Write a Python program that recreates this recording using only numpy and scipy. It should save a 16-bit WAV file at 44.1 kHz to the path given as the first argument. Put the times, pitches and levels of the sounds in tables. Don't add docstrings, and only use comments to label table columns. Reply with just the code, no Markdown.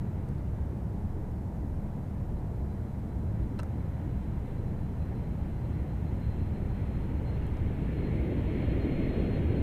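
import sys
import numpy as np
from scipy import signal
from scipy.fft import rfft, irfft, next_fast_len
from scipy.io import wavfile
from scipy.ndimage import uniform_filter1d, map_coordinates

SR = 44100
rng = np.random.default_rng(int(sys.argv[2]) if len(sys.argv) > 2 else 0)


def int16_out(signal):
    q = np.round(np.clip(np.atleast_2d(signal).T, -1, 1) * 32767)
    wavfile.write(sys.argv[1], SR, q.astype(np.int16))


def gain_from_db(level_db):
    decades = np.asarray(level_db, float) / 20
    return 10 ** decades


N = 424241
BLADES = 44


def unit(x):
    return x / np.sqrt(np.mean(x ** 2) + 1e-20)


def curves(rows):
    s, *cols = np.transpose(rows)
    return [np.interp(np.arange(N) / SR, s, c) for c in cols]


def swells(rows):
    t = np.arange(0, N + 64, 64) / SR
    gain_db = sum(db * np.exp(-((t - s) / half) ** 2) for s, db, half in rows)
    return curves(np.transpose([t, gain_db]))[0]


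def wobble(rate):
    knots = rng.standard_normal(int(N * rate / SR) + 4)
    return map_coordinates(knots, [np.arange(N) * rate / SR])


def rush(spectrum, patchy_db):
    z = signal.stft(rng.standard_normal(N + 1024), nperseg=1024)[2]
    field = uniform_filter1d(rng.standard_normal(z.shape), size=10, axis=0)
    field = uniform_filter1d(field, size=9, axis=1)
    white = signal.istft(z * gain_from_db(patchy_db * unit(field)), nperseg=1024)[1]
    m = next_fast_len(N + 8192)
    f, db = np.transpose(spectrum)
    gain = gain_from_db(np.interp(np.log(np.fft.rfftfreq(m, 1 / SR) + 1), np.log(f + 1), db))
    return unit(irfft(rfft(white, m) * gain, m)[:N])


# pitch_hz, level_db (per Hz)
DRONE = [(120, -120), (170, -7.5), (205, 0), (240, -11.5), (400, -20.5), (650, -20), (930, -21),
         (1100, -30), (2200, -41), (3500, -63), (7000, -120)]


def airfield():
    return gain_from_db(-44.5 + 0.44 * wobble(0.87)) * rush(DRONE, patchy_db=0.1)


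# start_s, level_db
APPROACH = [(0, -65), (1.6, -71), (2.5, -68.5), (3.4, -65.5), (4.6, -63), (5.8, -62.5), (6.8, -60.5),
            (7.5, -59), (8.2, -55.5), (8.9, -53.5), (9.25, -53), (9.62, -54)]


def approach():
    hiss_db = curves(APPROACH)[0]
    close_db = -53
    return hiss_db, hiss_db - close_db


# pitch_hz, level_db (per Hz)
RUMBLE = [(12, -52), (20, 5), (26, -11), (34, -16.5), (55, 0), (100, -2), (160, -7), (230, -19),
          (350, -30.5), (600, -120)]
# pitch_hz, level_db (per Hz)
ROAR = [(90, -120), (150, -5), (200, 1), (300, 2.5), (450, -4.5), (600, -11), (800, -24.5), (1200, -64),
        (2500, -120)]


def exhaust():
    nearer_db = approach()[1]
    rumble_db = -29 + 0.31 * nearer_db
    roar_db = -32.5 + 1.81 * nearer_db
    creeping_db = -47.5
    roar = np.hypot(gain_from_db(roar_db), gain_from_db(creeping_db))
    return gain_from_db(rumble_db) * rush(RUMBLE, patchy_db=0.0) + roar * rush(ROAR, patchy_db=1.4)


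TRIM = [-.0024, -.0008, .0006, .002]


def shaft_angles():
    start_hz, rise_hz_per_s = 3930, 28.3
    blade_hz = start_hz + rise_hz_per_s * np.arange(N) / SR
    turns = 2 * np.pi * np.cumsum(blade_hz) / (SR * BLADES)
    return [turns * (1 + trim) + 0.016 * wobble(14) for trim in TRIM]


ENGINE_DB = [-1, -6, 3, -3]
# start_s (centre), gain_db, half_length_s
GLINTS = [(.6, -5, .6), (2.3, 5, .1), (2.75, 5, .08), (5.1, 3, .1), (5.4, -2, .15), (5.8, 1, .12),
          (6.3, 6, .15), (7.17, -6, .05), (7.288, 9, 0.043), (7.7, -8, 0.23), (8.03, 7, 0.075),
          (8.3, -7, 0.35), (9.462, -9, 0.066)]


def blade_whine(shafts, nearer_db):
    whine = np.zeros(N)
    for shaft, facing_db in zip(shafts, ENGINE_DB):
        tone = np.sin(BLADES * shaft + rng.uniform(0, 2 * np.pi))
        whine += gain_from_db(facing_db + 1.6 * wobble(11)) * tone
    whine /= np.sqrt(np.abs(uniform_filter1d(whine ** 2, size=6000)) + 1e-9)
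    whine_db = -74 + 1.36 * nearer_db + swells(GLINTS)
    return gain_from_db(whine_db + 7.5) * whine


# shaft_order (multiples of shaft speed), level_db (over the fan hiss)
BUZZ = [(7, -15), (11, -23), (17, -24), (20, -18), (23, -18), (26, -25), (34, -28), (43, -43)]
# shaft_order, gain_db
PROUD = [(14, 4), (16, 6), (19, 2), (22, 4), (28, 3), (34, 6), (40, 10)]


def shaft_buzz(shafts, gust_db, near):
    orders = np.arange(BUZZ[0][0], BLADES)
    buzz_db = np.interp(orders, *np.transpose(BUZZ))
    buzz_db = buzz_db + sum(db * (orders == k) for k, db in PROUD)
    air = gain_from_db(-.3 * (1 - near))
    out = np.zeros(N)
    for shaft, facing_db in zip(shafts, ENGINE_DB):
        start = rng.uniform(0, 2 * np.pi, len(orders))
        spread_db = rng.normal(0, 3, len(orders))
        spin = (air * np.exp(1j * shaft)).astype(np.complex64)
        buzz = np.zeros(N, np.complex64)
        for k in reversed(range(len(orders))):
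            buzz = buzz * spin + np.complex64(gain_from_db(buzz_db[k] + spread_db[k]) * np.exp(1j * start[k]))
        buzz = (buzz * np.exp(7j * shaft)).real
        level = gain_from_db(gust_db + facing_db - 3.5 + 3.5 * wobble(4))
        out += level * buzz / air ** 13
    return out


# pitch_hz, level_db (per Hz)
FAN = [(500, -120), (1000, -2.5), (1500, -2.5), (1800, 0), (2150, -1), (2450, -1.5), (2800, -4),
       (3500, -11.5), (4300, -20), (5500, -42), (9000, -120)]
# pitch_hz, level_db (per Hz)
FAN_FAR = [(500, -120), (1000, -2.5), (1400, 0), (1900, -2), (2400, -10), (3000, -13.5), (3600, -16.5),
           (4500, -26), (9000, -120)]


def fan_hiss(gust_db, near):
    hiss = np.sqrt(1 - near) * rush(FAN_FAR, patchy_db=1.1) + np.sqrt(near) * rush(FAN, patchy_db=0.5)
    return gain_from_db(gust_db - 0.5 + 0.71 * wobble(7.3)) * hiss


# pitch_hz, level_db (per Hz)
INLET = [(1300, -120), (1750, -5), (2000, -2), (2200, 4), (2500, -9), (3200, -120)]


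def inlet_resonance(hiss_db, gain_db, near):
    return gain_from_db(hiss_db - 7 + 3 * gain_db) * near * rush(INLET, patchy_db=0.5)


# start_s (centre), gain_db, half_length_s
SURGES = [
    (5.25, 2, .15),
    (8.13, 2.5, .14),
    (8.38, -2.5, .08),
    (8.62, 2.5, .11),
    (8.95, 2, .13),
    (9.4, -2.5, .2),
]


def fans():
    hiss_db, nearer_db = approach()
    gain_db = swells(SURGES)
    gust_db = hiss_db + 0.14 * gain_db
    near = np.clip((hiss_db + 67) / 13, 0, 1)
    shafts = shaft_angles()
    tones = blade_whine(shafts, nearer_db) + shaft_buzz(shafts, gust_db, near)
    return tones + inlet_resonance(hiss_db, gain_db, near) + fan_hiss(gust_db, near)


def ring(modes, t, scatter_db):
    out = np.zeros(len(t))
    for (hz, db, t60), d in zip(modes, scatter_db):
        out += gain_from_db(db + d - 60 * t / t60) * np.sin(2 * np.pi * hz * t)
    return out


# start_s, level_db (peak), knock_db, catch_ring_db, pitch_hz (snap centre)
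CLICKS = [(.287, -57, -12, -2, 8000), (.290, -63, -12, 2, 4100), (.381, -60, -12, -6, 3700),
          (3.59, -49.5, -4, 6, 3720), (3.592, -55, -7, 6.5, 9400), (3.595, -50, 8, -13, 6500),
          (3.593, -46, -6, 7, 2700), (3.599, -43, 2, 3.5, 2800), (3.603, -47, -7, -8, 2400),
          (3.632, -43.5, -5, -20, 6500), (7.467, -54.5, -18, -14, 10500), (7.570, -59, -18, 4, 5060)]
# pitch_hz, level_db, ring_s (to fall 60 dB)
SHELL = [(650, 3, 0.03), (960, 1, 0.021), (1170, 0, 0.027), (1320, 4, 0.031), (1520, -1, 0.024)]
# pitch_hz, level_db, ring_s (to fall 60 dB)
CATCH = [(2700, 0, .014), (4080, 0, .018), (5060, 0, .014), (6400, -2, .012), (8500, -2, .018),
         (10300, -2, .018)]


def camera():
    out, t = np.zeros(N + SR), np.arange(SR // 10) / SR
    f = np.fft.rfftfreq(len(t), 1 / SR) + 1
    snap_t60_s, rise_s = 0.011, 0.00019
    for s, db, knock_db, catch_db, hz in CLICKS:
        scatter_db = rng.normal(0, 3.7, (2, 8))
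        snap_shape = gain_from_db(-5 * np.log2(f / hz) ** 2 - 27 * (f / 15000) ** 14)
        snap = unit(irfft(rfft(rng.standard_normal(len(t))) * snap_shape, len(t)))
        reach_db = -45 * np.log2(np.transpose(CATCH)[0] / hz) ** 2
        hit = gain_from_db(knock_db) * ring(SHELL, t, scatter_db[0])
        hit += gain_from_db(catch_db) * ring(CATCH, t, scatter_db[1, :len(CATCH)] + reach_db)
        hit += 0.8 * gain_from_db(-60 * t / snap_t60_s) * snap
        out[round(s * SR):][:len(t)] += gain_from_db(db) * hit * (1 - np.exp(-t / rise_s))
    return out[:N]


def scene():
    return (airfield() + exhaust() + fans() + camera())[None]


# pitch_hz, level_db (per Hz)
HISS = [(800, -120), (2000, 5), (5000, 1), (9000, -0.5), (15000, -1.5), (17000, -6.5)]


def preamplifier():
    return gain_from_db(-71) * rush(HISS, patchy_db=0.25)


def band_limit(x):
    return signal.sosfilt(signal.butter(12, 15820, fs=SR, output="sos"), x)


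def record(dry):
    top_hz = 15050
    noisy = dry + preamplifier()
    m = next_fast_len(N + 8192)
    passed = np.fft.rfftfreq(m, 1 / SR) < top_hz
    mix = irfft(rfft(noisy, m) * passed, m)[:, :N]
    return band_limit(mix)


dry = scene()
out = record(dry)
int16_out(out)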